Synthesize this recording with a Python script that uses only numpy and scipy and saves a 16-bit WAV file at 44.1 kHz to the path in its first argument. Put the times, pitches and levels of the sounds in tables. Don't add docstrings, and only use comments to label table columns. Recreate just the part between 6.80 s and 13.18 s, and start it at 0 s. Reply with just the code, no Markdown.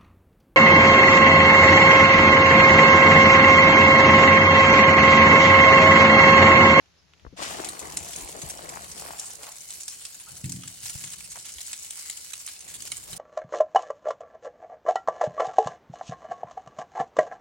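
import sys
import numpy as np
from scipy import signal
from scipy.fft import rfft, irfft, next_fast_len
from scipy.io import wavfile
from scipy.ndimage import uniform_filter1d, map_coordinates

SR = 44100
rng = np.random.default_rng(int(sys.argv[2]) if len(sys.argv) > 2 else 0)


def file_out(sig):
    cols = np.atleast_2d(sig).T
    lim = np.clip(cols, -1, 1)
    pcm = np.round(lim * 32767).astype(np.int16)
    wavfile.write(sys.argv[1], SR, pcm)


N = 281358
TIME = np.arange(N) / SR
RAIN_START_S = 0.56

# frequency in Hz, relative level in dB.
PATTER_SPECTRUM = [(200, -28.5), (700, -12.5), (1500, -7), (2500, -5.5), (5000, -2.5), (7400, 7), (9200, 1),
                   (12000, 0), (13200, -11), (16000, 1)]
# frequency in Hz, relative level in dB.
CLOTH_SPECTRUM = [(60, -75), (150, -2), (330, 3), (700, 4), (1100, 2.5), (1500, -3.5), (2500, -8),
                  (5000, -12.5), (12000, -89)]
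# start in seconds, length in seconds,
# relative cloth level in dB, relative camera rumble level in dB.
MOVES = [(0.38, .12, -88, -59), (0.559, 0.2, -39, -58), (0.981, 0.13, -44, -55.5), (1.313, 0.64, -46, -57),
         (1.886, 0.068, -59, -71), (2.124, 0.14, -50, -64.5), (2.56, 0.08, -58, -85.5),
         (3.45, 0.22, -65, -62), (3.995, 0.41, -73, -64), (5.813, .11, -58.5, -62), (5.98, .3, -65, -68),
         (6.236, .16, -57.5, -57)]
# frequency in Hz, relative level in dB, t60 in seconds.
HOLLOW_MODES = [(67.3, -28, 0.43), (103, 3, 0.27), (125, 9.5, 0.14), (134, -1.5, 0.47), (179.9, 3, 0.4),
                (220, -14, 0.087), (262.3, -7.5, 0.76), (305, -2.5, 0.19), (339.4, -10.5, 0.71),
                (438, -27, 0.76)]


def amp(db):
    return 10 ** (np.asarray(db) / 20)


def unit(x):
    return x / np.sqrt(np.mean(x ** 2) + 1e-20)


def read(points, hz):
    f, value = np.transpose(points)
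    return np.interp(np.log(hz + 1), np.log(f), value)


def add(mix, s, sound):
    part = mix[:, round(s * SR):][:, :sound.shape[-1]]
    part += sound[..., :part.shape[-1]]


def colour(x, points, size=2048):
    log_gain = np.log(amp(read(points, np.fft.rfftfreq(size, 1 / SR))))
    circle = np.concatenate([log_gain, log_gain[-2:0:-1]])
    taps = np.fft.ifft(np.exp(np.conj(signal.hilbert(circle)))).real[:size // 2]
    return signal.oaconvolve(x, taps[None], axes=1)[:, :x.shape[1]]


def tinted(x, depth_db, count=22):
    tint = [(hz, depth_db * rng.standard_normal()) for hz in np.geomspace(600, 13000, num=count)]
    return colour(x, tint)


def ports(x, side, lead_ms):
    hz = np.fft.rfftfreq(next_fast_len(N + 100), 1 / SR)
    tilt = amp(read(side, hz) / 2)
    lag = np.exp(-2j * np.pi * hz * lead_ms / 1000)
    return irfft(rfft(x, 2 * (len(hz) - 1)) * np.array([tilt, lag / tilt]))[:, :N]


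def noise_pair(same, size):
    common, left, right = rng.standard_normal((3, size))
    same = np.clip(same, 0, 1)
    return np.sqrt(same) * common + np.sqrt(1 - same) * np.array([left, right])


def drift(per_s):
    knots = rng.standard_normal(4096)
    return unit(map_coordinates(knots, [TIME * per_s], order=1, mode="wrap"))


def gesture(start, length, rise_s, fall_s):
    t = TIME - start
    rise = np.sin(np.pi / 2 * np.clip(t / rise_s, 0, 1)) ** 2
    return rise * np.exp(-np.maximum(t - length, 0) / fall_s)


def gestures(rows, rise_s, fall_s, rest_db=-120):
    power = sum((amp(db) * gesture(s, length, rise_s, fall_s)) ** 2 for s, length, db in rows)
    return np.sqrt(amp(rest_db) ** 2 + power)


def wandering(x, depth_db, width_hz, hold_s, size=1024):
    hz, t, z = signal.stft(x, SR, nperseg=size)
    knots = rng.standard_normal((256, 256))
    at = np.meshgrid(hz / width_hz, t / hold_s, indexing="ij")
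    field = map_coordinates(knots, at, order=1, mode="wrap")
    return signal.istft(z * unit(amp(depth_db * unit(field))), SR, nperseg=size)[1][:, :N]


def rain(rain_db=-44.5, hiss_db=-4, patter_db=-2, ticks_db=-8, flutter_db=1, waver_db=1.4, rise_s=0.098):
    # frequency in Hz, relative level in dB.
    hiss_spectrum = [(200, -13), (600, -23.5), (1550, -16.5), (2450, -6.5), (2730, -10), (3000, -2.5),
                     (3400, -9), (4400, -1), (6000, -3), (7400, 0.5), (9000, 1), (10000, -4.5), (12000, -7),
                     (13200, -41), (15500, -28)]
    # frequency in Hz, left minus right in dB.
    rain_side = [(500, 4.5), (2000, -3.5), (5000, 1.5), (7000, 4), (9000, -5.5), (12000, -0.5),
                 (15000, -0.5)]
    # start in seconds, length in seconds, level in dB relative to the steady fall.
    flurries = [(0.605, 0.34, 3.5), (1.047, .15, 0.5), (1.22, 0.17, 6.5), (1.462, 0.96, 1.5),
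                (2.181, 0.051, 5), (2.312, 0.14, -1.5), (2.754, 0.39, 2), (4.036, 0.27, 4.5),
                (4.782, 0.66, 3), (5.596, 0.2, 2), (5.997, 0.23, 1)]
    hiss = unit(colour(noise_pair(0.13, N), hiss_spectrum)) * amp(flutter_db * drift(70))
    flurry_db = sum(db * gesture(s, length, rise_s=0.017, fall_s=0.025) for s, length, db in flurries)
    onset = np.clip((TIME - RAIN_START_S) / rise_s, 0, 1)
    strength = amp(rain_db + flurry_db + waver_db * drift(22)) * onset
    fine = reflected(amp(hiss_db) * hiss + amp(patter_db) * patter())
    fine = wandering(fine, depth_db=1.8, width_hz=230, hold_s=.12)
    return ports(fat_drops() + strength * (fine + amp(ticks_db) * ticks()), rain_side, lead_ms=0.034)


def fat_drops(splash_db=-24.5, slap_db=-12.5):
    # start in seconds, relative level in dB, left minus right in dB,
    # slap relative to splash in dB before slap_db and splash_db, burst length in seconds.
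    drops = [(0.845, -19, 1.5, -18, 0.0089), (0.888, -18.5, 1, -20.5, 0.0087),
             (0.992, -21.5, 4, -22.5, 0.0099), (1.1, -32, -2, -20, 0.0045), (1.122, -28, 3, -20, 0.0048),
             (1.17, -12.5, -1.5, -23.5, 0.0064), (1.227, -34, 4, -13, .005), (1.286, -28, 5, -19, 0.0046),
             (1.333, -25, 6, -16.5, 0.0091), (1.36, -21.5, 4, -28, 0.0059), (1.524, -32, 7, -16, 0.0063),
             (1.617, -21, -1, -21.5, 0.011), (1.698, -19.5, 2, -21, 0.0096), (1.774, -31, -1, -22, .004),
             (1.891, -23, 0, -20, 0.0078), (1.953, -30, 6, -34, .0065), (2.115, -25, 0, -21.5, 0.0086),
             (2.177, -31, 6, -16, 0.0067), (2.388, -30.5, -7, -16, 0.0038), (2.396, -18, 1, -29, 0.0072),
             (2.439, -26.5, 2, -27, 0.01), (2.456, -22.5, -1, -28, .028), (2.504, -25, -1, -25, 0.011),
             (2.553, -31, -14, -29, 0.0047), (2.632, -28.5, -1, -16, 0.009),
             (2.667, -34, -8, -14.5, 0.0025), (2.697, -37, -2, -28, .006), (2.718, -28, -1, -25, 0.0092),
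             (2.905, -23, 0, -22, 0.0041), (3.004, -24.5, -3, -26.5, .018), (3.033, -27, -4, -28, .008),
             (3.08, -19, -0.5, -21.5, 0.0086), (3.097, -25, 0, -26, 0.018), (3.138, -29, -1, -21, .012),
             (3.209, -29.5, 3, -18, 0.017), (3.252, -22.5, -1, -18, 0.0058), (3.33, -39, 6, -19, 0.0089),
             (3.398, -27, 1, -21, 0.018), (3.49, -39, -5, -22, .005), (3.566, -28, 2, -22, 0.012),
             (3.642, -26, 1, -16.5, 0.0076), (3.657, -27, -1, -23, 0.0061), (3.695, -22, 1, -24, 0.0088),
             (3.72, -19, 0, -25, 0.0069), (3.759, -30.5, -4, -20, 0.009), (3.821, -33.5, -1, -15, 0.0064),
             (3.835, -33.5, 1, -8.5, 0.0046), (3.876, -23.5, 2, -22, 0.0063), (4.03, -26.5, 2, -20, .011),
             (4.057, -22.5, 0.5, -16.5, 0.0078), (4.096, -22.5, -2, -19.5, 0.0056),
             (4.239, -23.5, 3, -15, 0.0048), (4.27, -31.5, -5, -15, 0.01), (4.316, -26, -1, -22, 0.026),
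             (4.333, -24.5, 1, -16.5, 0.0094), (4.382, -34, -5, -26, 0.004),
             (4.407, -32.5, -1, -15.5, 0.0048), (4.44, -26, 0, -21.5, 0.023), (4.5, -26.5, 1.5, -27, 0.014),
             (4.517, -24.5, 0, -22, 0.012), (4.567, -31, -5, -26, 0.0055), (4.586, -27, -2, -22, 0.013),
             (4.646, -26.5, -1, -15, 0.034), (4.685, -27.5, -3, -16, 0.033), (4.72, -28, 0, -33, 0.0081),
             (4.739, -29, -2, -27, 0.0044), (4.784, -32.5, 3, -9, 0.0057), (4.813, -23.5, 2, -23, .006),
             (4.864, -25, 3, -32, 0.0078), (4.873, -28, -2, -24, .005), (4.93, -19, -1.5, -18.5, 0.0096),
             (5.107, -20.5, 2, -22.5, 0.0041), (5.259, -26.5, 2, -20.5, .009),
             (5.298, -19, -3, -18, 0.0056), (5.37, -25, 7, -22, .009), (5.504, -29.5, -1, -19.5, 0.0063),
             (5.534, -21.5, -4.5, -16, 0.0065), (5.591, -27, 1, -26, 0.021), (5.664, -22, -2, -30, .005),
             (5.676, -26, 3, -13.5, 0.0044), (5.685, -27.5, -4, -14.5, 0.012), (5.763, -37, -1, -11, 0.01),
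             (5.806, -29.5, -3, -22, 0.0089), (5.879, -25.5, -1, -18.5, 0.05),
             (5.94, -22.5, -3, -18.5, 0.024), (6.004, -30, 6, -17, 0.0052),
             (6.022, -23.5, -6, -22.5, 0.004), (6.058, -25, 1, -19, 0.02), (6.074, -27.5, -6, -19, 0.0085),
             (6.118, -18, -2.5, -15.5, 0.0077), (6.169, -23, -6, -27, 0.0077),
             (6.33, -24, -1.5, -15.5, 0.0094), (6.365, -27, -6, -24, 0.0087)]
    # frequency in Hz, relative level in dB.
    splash_spectrum = [(300, -73), (1500, -3), (3000, -3), (5000, 17.5), (7400, 26), (9200, 23),
                       (12000, 11.5), (16000, 1)]
    # frequency in Hz, relative level in dB.
    slap_spectrum = [(150, -3), (450, -6), (800, 2.5), (1400, 7.5), (2200, 13), (3500, 15.5), (6000, 8),
                     (12000, -27)]
    out = np.zeros((2, N))
    for s, db, pan_db, body_db, burst_s in drops:
        drop = tinted(splash(burst_s), depth_db=3.5)
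        bright = amp(splash_db) * unit(colour(drop, splash_spectrum))
        slap = amp(slap_db + body_db) * unit(colour(drop, slap_spectrum))
        add(out, s, (bright + slap) * amp([[db + pan_db / 2], [db - pan_db / 2]]))
    return out


def splash(burst_s, crack_db=7, crack_s=0.000077, sharp_burst_s=0.0028, shade_db=-9, swell_s=0.011,
           tail_db=-18, tail_s=0.041, lumpy_db=2, same=0.44):
    t = np.arange(8000) / SR
    lumps = amp(lumpy_db * unit(uniform_filter1d(rng.standard_normal(len(t)), size=36)))
    crack = amp(crack_db) * min(sharp_burst_s / burst_s, 1) * np.exp(-t / crack_s)
    burst = np.exp(-(t / burst_s) ** 2)
    spray = amp(tail_db) * np.exp(-t / tail_s)
    shade = amp(shade_db * np.exp(-(t / swell_s) ** 2))
    shape = crack + lumps * (burst + spray)
    return noise_pair(same, len(t)) * np.array([unit(shape * shade), unit(shape)])


def patter(per_s=240, spread_db=2.5, tone_db=4.5, spray_db=-22, spray_s=0.17, same=0.34, size=1024, count=16):
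    at = np.flatnonzero(rng.random(N) < per_s / SR)
    t, hz = np.arange(size) / SR, np.fft.rfftfreq(size, 1 / SR)
    bands = np.log(np.geomspace(600, 14000, num=count))
    out = np.zeros((2, N))
    for i in at:
        weight = min(rng.exponential(1), 2.7)
        burst_s, pan_db = rng.uniform(.0005, .003), rng.uniform(-3, 3)
        shape = np.exp(-(t / burst_s) ** 2) + amp(spray_db) * np.exp(-t / spray_s)
        tone = amp(np.interp(np.log(hz + 1), bands, tone_db * rng.standard_normal(count)))
        drop = irfft(rfft(noise_pair(same, size) * shape) * unit(tone))
        add(out, i / SR, drop * amp(spread_db * weight + np.array([[pan_db], [-pan_db]])))
    return unit(colour(out, PATTER_SPECTRUM))


def ticks(per_s=45, spread_db=-1.0, decay_s=0.00024, tail_db=-24, tail_s=0.0092, count=16):
    t, out = np.arange(1024) / SR, np.zeros((2, N))
    for _ in range(count):
        level = amp(spread_db * np.minimum(rng.exponential(1, N), 2))
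        hits = level * (rng.random(N) < per_s / count / SR)
        shape = np.exp(-t / decay_s) + amp(tail_db) * np.exp(-t / tail_s)
        tick = unit(tinted(noise_pair(0.7, len(t)) * shape, depth_db=4))
        out += signal.oaconvolve(hits[None], tick, axes=1)[:, :N]
    return unit(colour(out, PATTER_SPECTRUM))


def reflected(x, db=-9, first_ms=1.2, last_ms=14, count=6):
    out = x.copy()
    for ms in np.geomspace(first_ms, last_ms, num=count):
        for port in (0, 1):
            delay = 1 + int(ms * rng.uniform(.8, 1.2) * SR / 1000)
            out[port, delay:] += amp(db) / np.sqrt(count) * x[port, :-delay]
    return out / np.sqrt(1 + amp(db) ** 2)


def jacket(db=1.0, folds_db=4, clump_db=1.5, grain_db=1.0, slide_db=-3.0, crinkle_db=-3.0):
    # frequency in Hz, left minus right in dB.
    cloth_side = [(100, 9), (300, 4), (600, 8.5), (1100, 3), (2500, -1), (8000, 11)]
    # start in seconds, relative peak level in dB.
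    fold_times = [(.576, -40), (.623, -25), (.646, -31), (.674, -42), (.712, -29), (.726, -33),
                  (.751, -27.5), (.776, -35), (.797, -26), (.81, -36), (.8385, -28), (1.05, -37),
                  (1.937, -32), (1.96, -30.5), (1.972, -28.5), (1.994, -36), (2.222, -34), (2.262, -27.5),
                  (2.277, -33), (2.307, -27.5), (2.335, -34.5), (2.588, -41), (2.667, -40), (4.558, -39.5)]
    # frequency in Hz, relative level in dB.
    fold_spectrum = [(150, 2), (450, 0.5), (850, 16.5), (1300, 11), (2500, 0.5), (5000, -41),
                     (12000, -30.5)]
    # start in seconds, length in seconds, relative level in dB.
    swishes = [(.56, 0.24, -42), (.608, 0.026, -33)]
    # frequency in Hz, relative level in dB.
    sleeve_spectrum = [(400, -6), (1000, -5), (2000, 5.5), (4000, 3), (7000, 0.5), (9000, -4.5),
                       (12000, -27), (13500, -30), (16000, -28)]
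    grain = amp(clump_db * drift(40) + grain_db * drift(600))
    slips = unit(colour(noise_pair(0.34, N) * grain, CLOTH_SPECTRUM))
    rows = [(s, length, cloth_db) for s, length, cloth_db, _ in MOVES]
    moving = gestures(rows, rise_s=0.049, fall_s=0.26, rest_db=-69.5) * (TIME > RAIN_START_S)
    cloth = amp(db) * moving * (amp(slide_db) * slips + amp(crinkle_db) * crinkles())
    cloth = wandering(cloth, depth_db=2.5, width_hz=165.0, hold_s=.08)
    folds = amp(folds_db) * snaps(fold_times, fold_spectrum, decay_s=0.0012)
    sleeve = unit(colour(noise_pair(0.29, N) * amp(1.3 * drift(550)), sleeve_spectrum))
    swish = gestures(swishes, rise_s=0.023, fall_s=0.054) * sleeve
    return ports(cloth + folds + swish, cloth_side, lead_ms=0.36)


def crinkles(per_s=170, spread_db=3.0, decay_s=0.0015, count=12):
    t, out = np.arange(1024) / SR, np.zeros((2, N))
    for _ in range(count):
        level = amp(spread_db * np.minimum(rng.exponential(1, N), 3))
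        pops = level * (rng.random(N) < per_s / count / SR)
        crease = unit(tinted(noise_pair(0.88, len(t)) * np.exp(-t / decay_s), depth_db=7.0))
        out += signal.oaconvolve(pops[None], crease, axes=1)[:, :N]
    return unit(colour(out, CLOTH_SPECTRUM))


def snaps(rows, spectrum, decay_s, crack_db=8, crack_s=0.00013):
    out, t = np.zeros((2, N)), np.arange(2048) / SR
    for s, db in rows:
        shape = np.exp(-t / decay_s) + amp(crack_db) * np.exp(-t / crack_s)
        click = colour(noise_pair(0.28, len(t)) * shape, spectrum)
        add(out, s, amp(db) * click / abs(click).max())
    return out


def sleeve_crumple(grain_db=3.0, clump_db=2.5):
    # start in seconds, length in seconds, level in dB.
    crumples = [(2.2, .16, -47), (2.385, .05, -50.5), (2.47, .04, -57), (2.605, 0.026, -46),
                (2.65, 0.068, -51), (4.553, 0.0082, -48.5)]
    # frequency in Hz, relative level in dB.
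    crumple_spectrum = [(200, -20), (450, -4), (720, 7), (1100, 4.5), (1600, -0.5), (2500, -1), (3600, -8),
                        (7000, -18), (12000, -11)]
    grain = amp(grain_db * drift(350) + clump_db * drift(70))
    rasp = unit(colour(noise_pair(0.45, N) * grain, crumple_spectrum))
    return gestures(crumples, rise_s=0.0095, fall_s=0.022) * rasp


def knocks(db=1, low_hz=85, onset_s=0.0032):
    # start in seconds, relative level in dB, contact time in seconds.
    blows = [(3.514, -55, 0.0052), (3.637, -32, 0.0046), (3.65, -33, 0.015), (3.683, -41.5, 0.0014),
             (3.707, -53, 0.0015), (3.738, -39, 0.0048), (3.764, -44, 0.0014), (3.85, -49, 0.0034),
             (4.033, -52, 0.007), (4.154, -43.5, 0.0097), (4.239, -50.5, 0.0044)]
    out, t = np.zeros((2, N)), np.arange(SR) / SR
    for s, blow_db, contact_s in blows:
        ring = np.zeros(len(t))
        for hz, mode_db, t60 in HOLLOW_MODES:
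            mode = amp(mode_db - 60 * t / t60) * np.sin(2 * np.pi * hz * t)
            ring += mode / (1 + (hz * contact_s) ** 2)
        add(out, s, amp(db + blow_db) * ring * (1 - np.exp(-(t / onset_s) ** 2)))
    radiated = signal.sosfilt(signal.butter(3, low_hz, "high", fs=SR, output="sos"), out)
    return ports(radiated, [(100, 0.67), (300, 0.33)], lead_ms=0.45)


def rubbing(rise_s=0.017, fall_s=0.1):
    # start in seconds, length in seconds, level in dB.
    rubs = [(3.5, 0.1, -65), (3.88, .65, -64), (5.97, 0.25, -59.5), (6.27, .12, -52.5)]
    t = np.arange(SR) / SR
    ring = sum(amp(mode_db - 60 * t / t60) * np.sin(2 * np.pi * hz * t) for hz, mode_db, t60 in HOLLOW_MODES)
    drone = unit(signal.oaconvolve(noise_pair(0.52, N), ring[None], axes=1)[:, :N])
    return gestures(rubs, rise_s, fall_s) * drone


def handling(rumble_db=1, click_decay_s=0.0035):
    # frequency in Hz, relative level in dB.
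    rumble_spectrum = [(20, -41), (45, -6), (68, 9), (88, -0.5), (135, 4.5), (185, 5), (240, -15.5),
                       (500, -23), (3000, -51)]
    # start in seconds, relative swing level in dB, pitch in Hz, swing time in seconds
    # (its envelope peaks at half of this), relative click level in dB, click cut-off in Hz.
    bumps = [(.449, -49, 133, 0.014, -36, 2400), (0.465, -40, 63.7, 0.012, -31.5, 2000),
             (0.526, -46.5, 271, 0.0092, -41, 420), (0.534, -48.5, 186, 0.014, -43, 420),
             (0.795, -38, 328, 0.014, -55, 900), (1.2, -46, 85, 0.028, -59, 900),
             (1.418, -42, 47.4, 0.018, -57, 900), (1.634, -36, 136, 0.011, -46, 900),
             (1.651, -41.5, 66.6, 0.015, -58, 900), (4.153, -35.5, 100, 0.0079, -43, 1200),
             (4.753, -52, 66.5, 0.026, -52, 700)]
    click_spectrum = [(100, 2.5), (500, 2), (1700, -9.5), (3000, -22), (9000, -55)]  # (Hz, dB)
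    side = [(30, 11.0), (70, 13.4), (140, 6.1), (500, 8.3)]  # (Hz, left minus right dB)
    rows = [(s, length, shake_db) for s, length, _, shake_db in MOVES]
    shake = gestures(rows, rise_s=0.07, fall_s=0.39, rest_db=-72.5)
    out = amp(rumble_db) * shake * unit(colour(noise_pair(0.66, N), rumble_spectrum, size=8192))
    t = np.arange(SR // 5) / SR
    for s, db, hz, swing_s, click_db, cut_hz in bumps:
        envelope = 2 * t / swing_s * np.exp(1 - 2 * t / swing_s)
        push = np.sin(2 * np.pi * hz * t) * envelope
        click = colour(noise_pair(0.6, len(t)) * np.exp(-t / click_decay_s), click_spectrum)
        click = signal.sosfilt(signal.butter(3, cut_hz, fs=SR, output="sos"), click)
        add(out, s, amp(db) * push + amp(click_db) * click / abs(click).max())
    return ports(out, side, lead_ms=0.26)


def firewood(start_s=3.457, length_s=.028, level_db=-56):
    # frequency in Hz, relative level in dB.
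    wood_spectrum = [(500, -13), (1200, 1), (1400, 10), (1560, -11), (1900, -23), (4000, -46)]
    push = amp(level_db) * gesture(start_s, length_s, rise_s=0.01, fall_s=0.017)
    return push * unit(colour(noise_pair(1.0, N) * amp(1.6 * drift(400)), wood_spectrum))


def sizzle(start_s=0.14, length_s=0.069, level_db=-68):
    # frequency in Hz, relative level in dB.
    sizzle_spectrum = [(3000, -32), (4400, -3), (5100, 10), (6200, -12), (8000, -30)]
    swell = amp(level_db) * gesture(start_s, length_s, rise_s=.05, fall_s=0.045)
    return swell * unit(colour(noise_pair(0.3, N), sizzle_spectrum))


def tent_ticks():
    # start in seconds, peak level in dB.
    tick_times = [(.058, -49), (.336, -40.5), (.397, -44.5)]
    # frequency in Hz, relative level in dB.
    tick_spectrum = [(300, -18), (1200, -6), (3000, -2), (4500, -12), (7000, -13), (10000, -35)]
    return snaps(tick_times, tick_spectrum, decay_s=0.0046)


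def hush(level_db=-63.5):
    # frequency in Hz, relative level in dB.
    hush_spectrum = [(24, -18), (45, -11), (68, -4.5), (90, 2), (140, -34.5), (260, -9), (430, -11.5),
                     (1200, -14.5), (3500, -15), (5100, -15.5), (6600, -17.5), (8800, -41), (11000, -28),
                     (13000, -44)]
    flutter = amp(0.48 * drift(220) + 0.47 * drift(34))
    return amp(level_db) * unit(colour(noise_pair(0.2, N) * flutter, hush_spectrum))


def scene():
    wearer = jacket() + sleeve_crumple() + handling()
    stove = knocks() + rubbing() + firewood() + sizzle()
    return rain() + wearer + stove + tent_ticks() + hush()


def record(dry, low_cut_hz=28, edge_hz=16100):
    dry = signal.sosfilt(signal.butter(3, low_cut_hz, "high", fs=SR, output="sos"), dry)
    taps = signal.firwin(511, edge_hz, window=("kaiser", 9), fs=SR)
    return signal.oaconvolve(dry, taps[None], "same")


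dry = scene()
out = record(dry)
file_out(out)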